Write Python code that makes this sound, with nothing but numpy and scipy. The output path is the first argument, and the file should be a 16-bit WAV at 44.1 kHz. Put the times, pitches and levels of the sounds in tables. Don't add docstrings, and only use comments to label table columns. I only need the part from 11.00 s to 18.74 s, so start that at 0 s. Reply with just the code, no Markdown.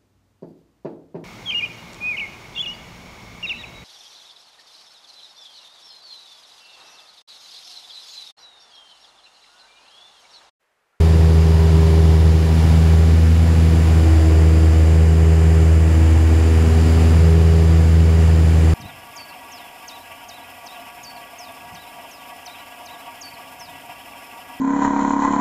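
import sys
import numpy as np
from scipy import signal
from scipy.fft import rfft, irfft
from scipy.io import wavfile

SR = 44100
rng = np.random.default_rng(int(sys.argv[2]) if len(sys.argv) > 2 else 0)


def wav_out(sig):
    wavfile.write(sys.argv[1], SR, np.round(np.clip(np.atleast_2d(sig).T, -1, 1) * 32767).astype(np.int16))


N = 341334
TIME = np.arange(N) / SR
BIN_HZ = np.arange(N // 2 + 1) * SR / N


def undb(db):
    return 10 ** (np.asarray(db) / 20)


def curves(table):
    times, *columns = np.transpose(table)
    return [np.interp(TIME, times, column) for column in columns]


def walk(rate):
    place = TIME * rate + rng.random()
    steps = rng.standard_normal(int(place[-1]) + 2)
    return np.sqrt(3 / 2) * np.interp(place, np.arange(len(steps)), steps)


def tone(cycles):
    return np.sqrt(2) * np.sin(2 * np.pi * cycles)


def rush(spectrum, pulsing):
    noise = pulsing * rng.standard_normal(N)
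    hz = np.maximum(BIN_HZ, 1)
    points_hz, points_db = np.transpose(spectrum)
    eq_db = np.interp(np.log(hz), np.log(points_hz), points_db)
    modes_hz = np.arange(0, SR / 2, 20)
    ripple = np.interp(hz, modes_hz, rng.standard_normal(len(modes_hz)))
    ripple_db = 1.6 * ripple * np.minimum(hz / 800, 1)
    coloured = irfft(rfft(noise) * undb(eq_db + ripple_db), N)
    return coloured / coloured.std()


# (time [s], turn [0-1])
MIC_TURN = [(0, 0.19), (1.3, 0), (2.75, 0.39), (3.4, .76), (4.4, 1), (5.2, 0.86), (5.9, 0.6), (6.5, 0.51),
            (7.74, 0.63)]
def facing_gain(rear_db, turn_db):
    turn, = curves(MIC_TURN)
    return undb(rear_db + turn_db * turn)


# (frequency [Hz], level [dB])
GAP_EQ = [(5000, -31), (8300, -11), (9300, 3), (10200, 6), (11300, 1), (12200, 0), (13700, -7),
          (14800, -10.5), (15700, -4.5)]
def gap_hiss(pump):
    return facing_gain(rear_db=-48.5, turn_db=-2) * rush(GAP_EQ, pump)


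# (frequency [Hz], level [dB])
DOOR_EQ = [(3000, -40), (4350, -16), (5000, -2), (5550, -12), (6200, -2.5), (6700, -2), (7050, 4),
           (7400, 3.5), (7800, -3.5), (8300, -6), (10100, -10.5), (11400, -28), (16000, -35)]
def door_leak(pump):
    return facing_gain(rear_db=-48, turn_db=4) * rush(DOOR_EQ, pump)


# (frequency [Hz], level [dB])
VENT_EQ = [(3000, -41), (4300, -10), (4700, 1.5), (4850, 2.5), (5100, -2.5), (5500, -9), (8000, -44)]
# (time [s], level [dB])
VENT_FADER = [(0, -45), (1.7, -48), (2.2, -49), (3.05, -48), (3.5, -46), (4.0, -48), (5.0, -50),
              (6.0, -46.5), (7.74, -49.5)]
def vent_whistle(pump):
    level_db, = curves(VENT_FADER)
    return undb(level_db) * rush(VENT_EQ, pump)


# (frequency [Hz], level [dB])
WINDOW_EQ = [(1500, -27), (3000, 3.5), (3600, 4.5), (4300, 3), (4850, -3), (5300, 2), (5800, -2),
             (6600, -3.5), (8200, -50), (16000, -40)]
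def window_leak(pump):
    return facing_gain(rear_db=-40.5, turn_db=-6.5) * rush(WINDOW_EQ, pump)


# (frequency [Hz], level [dB])
WASH_EQ = [(400, -19), (650, -8.5), (760, -4.5), (970, 2), (1100, -6.5), (1400, -16), (3000, -48)]
# (time [s], level [dB])
WASH_FADER = [(0, -38), (.6, -37.5), (1.6, -40.5), (2.35, -47.5), (2.8, -41.5), (3.4, -44.5), (4.5, -47),
              (5.3, -42.5), (7.74, -44)]
def propeller_wash(slap):
    level_db, = curves(WASH_FADER)
    return undb(level_db) * rush(WASH_EQ, slap)


# (frequency [Hz], level [dB])
SLIPSTREAM_EQ = [(100, 5), (700, 3.5), (1000, -2.5), (1150, 0.5), (1750, 0.9), (2300, -1.5), (2650, -4.5),
                 (2900, -2), (3400, -14), (4200, -35), (8000, -20.5), (16000, -44)]
def slipstream(pump):
    return facing_gain(rear_db=-33.5, turn_db=1.46) * rush(SLIPSTREAM_EQ, pump)


# (time [s], crankshaft rate [Hz])
ENGINE_SPEED = [(0, 40.44), (1.1, 40.1), (1.7, 40.3), (2.5, 40.86), (3.3, 39.82), (4.2, 40.28),
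                (5.3, 40.02), (6.4, 40.82), (7.2, 40.56), (7.74, 40.2)]
def crankshaft():
    hz, = curves(ENGINE_SPEED)
    return np.cumsum(hz * (1 + .0005 * walk(9))) / SR


# (time [s], along the cabin [m], across it [m])
MIC_POSITION = [(0.0, -0.0046, -0.0061), (0.65, -0.023, 0.022), (1.37, 0.026, -0.0082), (1.63, 0.09, 0.097),
                (1.98, 0.044, 0.023), (2.3, 0.13, 0.021), (2.98, 0.062, -0.0029), (3.12, 0.078, -0.24),
                (3.45, 0.0084, -0.039), (3.71, 0.076, -0.13), (4.05, 0.0082, -0.0046),
                (4.56, 0.002, -0.021), (5.27, 0.13, -0.148), (5.65, 0.17, -0.015), (6.1, 0.18, 0.017),
                (6.26, -0.045, -0.0047), (6.9, 0.081, -0.0022), (7.14, 0.028, 0.0092),
                (7.74, 0.079, -0.021)]
# (blade harmonic [number], crest level [dB], direction [deg], node place [m], node against crest [dB])
CABIN_WAVES = [(2, -14.7, 136, -.213, -30), (3, -25.8, 17, -.032, -28), (4, -25.8, 84, .07, -17),
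               (5, -24.9, 174, -.108, -20), (6, -34.8, 76, .111, -13), (7, -41.5, 184, -.135, -22),
               (9, -45, 228, -.066, -10), (10, -45.5, 118, -.081, -18), (11, -48, 236, -.065, -13)]
def standing_waves(blade_hz, sound_m_s=343):
    along, across = curves(MIC_POSITION)
    waves = []
    for harmonic, crest_db, degrees, node_m, node_db in CABIN_WAVES:
        angle = np.radians(degrees)
        from_node_m = along * np.cos(angle) + across * np.sin(angle) - node_m
        pressure = np.sin(2 * np.pi * from_node_m * harmonic * blade_hz / sound_m_s)
        waves.append((harmonic, crest_db, np.hypot(pressure, undb(node_db))))
    return waves


# (multiple of the crankshaft rate [ratio], level [dB])
ENGINE_PARTIALS = [(2.5, -30.9), (3.5, -39.8), (12.5, -51.5), (13.5, -53.3), (14.5, -56.0), (15.5, -54.3),
                   (16.0, -52.7), (16.5, -46.6), (17.5, -54.0), (18.5, -52.8), (19.0, -52.5), (20.5, -55.4),
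                   (24.0, -55.0), (26.0, -56.7), (26.5, -58.3), (28, -54.5), (30.5, -56.5), (36.0, -57.6)]
def engine_tones(turns):
    out = 0
    for multiple, db in ENGINE_PARTIALS:
        unrest = np.log10(multiple) + .5
        drift = rng.random() + .025 * unrest * walk(8)
        fade_db = 1.6 * unrest * walk(3)
        out = out + undb(db + fade_db) * tone(multiple * turns + drift)
    return out


CYLINDER_ACCENTS = [0.86, 1.2, -0.66, -1.1]
def firings(turns, decay=0.63, floor=0.83):
    firing, age = np.divmod(2 * turns, 1)
    accent = undb(CYLINDER_ACCENTS)[firing.astype(int) % len(CYLINDER_ACCENTS)]
    return accent * (floor + np.exp(-age / decay))


# (frequency [Hz], level [dB])
EXHAUST_EQ = [(8, -48), (20, -25), (32, -29), (48, -13), (64, 0), (95, -1.5), (135, 2), (175, -2),
              (205, -7), (275, -7), (350, -8), (490, -12), (610, -20.5), (720, -17), (1100, -48.5)]
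def exhaust(turns, blade_hz, waves, standing_share=0.17):
    rumble = rush(EXHAUST_EQ, firings(turns))
    spectrum = rfft(rumble)
    for harmonic, _, swell in waves:
        band = irfft(spectrum * np.maximum(1 - abs(BIN_HZ / blade_hz - harmonic), 0), N)
        power = 1 - standing_share + standing_share * swell ** 2 / np.mean(swell ** 2)
        rumble = rumble + band * (np.sqrt(power) - 1)
    return facing_gain(rear_db=-24.5, turn_db=-2) * rumble


def blade_tone(turns, harmonic):
    scatter = .07 * (harmonic - 1) * rng.standard_normal()
    flutter_db = 0.6 * np.log(1 + harmonic) * walk(14)
    fade_db = 0.11 * (harmonic - 1) * walk(4)
    sway = 0.0038 * harmonic * walk(4)
    return undb(flutter_db + fade_db) * tone(2 * harmonic * turns + scatter + sway)


# (time [s], level [dB])
HUM_FADER = [(0, -10.5), (.25, -11), (.9, -11.5), (1.3, -10), (1.47, -14.5), (1.7, -13.2), (1.97, -10.5),
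             (2.4, -11.5), (2.75, -13.5), (3.2, -11), (3.45, -10.5), (4.6, -10.5), (5.35, -11.3),
             (5.7, -14.4), (5.95, -13.5), (6.23, -11), (7.1, -10.5), (7.74, -12)]
def propeller_hum(turns, waves):
    level_db, = curves(HUM_FADER)
    hum = undb(level_db) * blade_tone(turns, 1)
    for harmonic, crest_db, swell in waves:
        hum = hum + undb(crest_db) * swell * blade_tone(turns, harmonic)
    return hum


def scene():
    turns = crankshaft()
    blade_hz = 2 * turns[-1] / TIME[-1]
    waves = standing_waves(blade_hz)
    rumble = exhaust(turns, blade_hz, waves)
    engine = propeller_hum(turns, waves) + engine_tones(turns) + rumble
    wake = np.cos(2 * np.pi * 2 * turns)
    slap, pump = 1 + 0.094 * wake, 1 + 0.071 * wake
    outer_air = propeller_wash(slap) + slipstream(pump)
    leaks = window_leak(pump) + vent_whistle(pump) + door_leak(pump) + gap_hiss(pump)
    gust = undb(.22 * walk(10))
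    return (engine + gust * (outer_air + leaks))[None]


def automatic_gain(mix, target_db=-11, average_s=0.12, ratio=5.3):
    pole = np.exp(-1 / (average_s * SR))
    excess = (mix / undb(target_db)) ** 2 - 1
    power = 1 + signal.lfilter([1 - pole], [1, -pole], excess)
    return mix * np.sqrt(power) ** (1 / ratio - 1)


def record(dry, fade_s=.004, top_hz=15650):
    fade = np.clip(np.minimum(TIME, TIME[-1] - TIME) / fade_s, 0, 1)
    high_cut = signal.ellip(12, .1, 90, top_hz, fs=SR, output="sos")
    return signal.sosfilt(high_cut, automatic_gain(dry) * fade)


dry = scene()
out = record(dry)
wav_out(out)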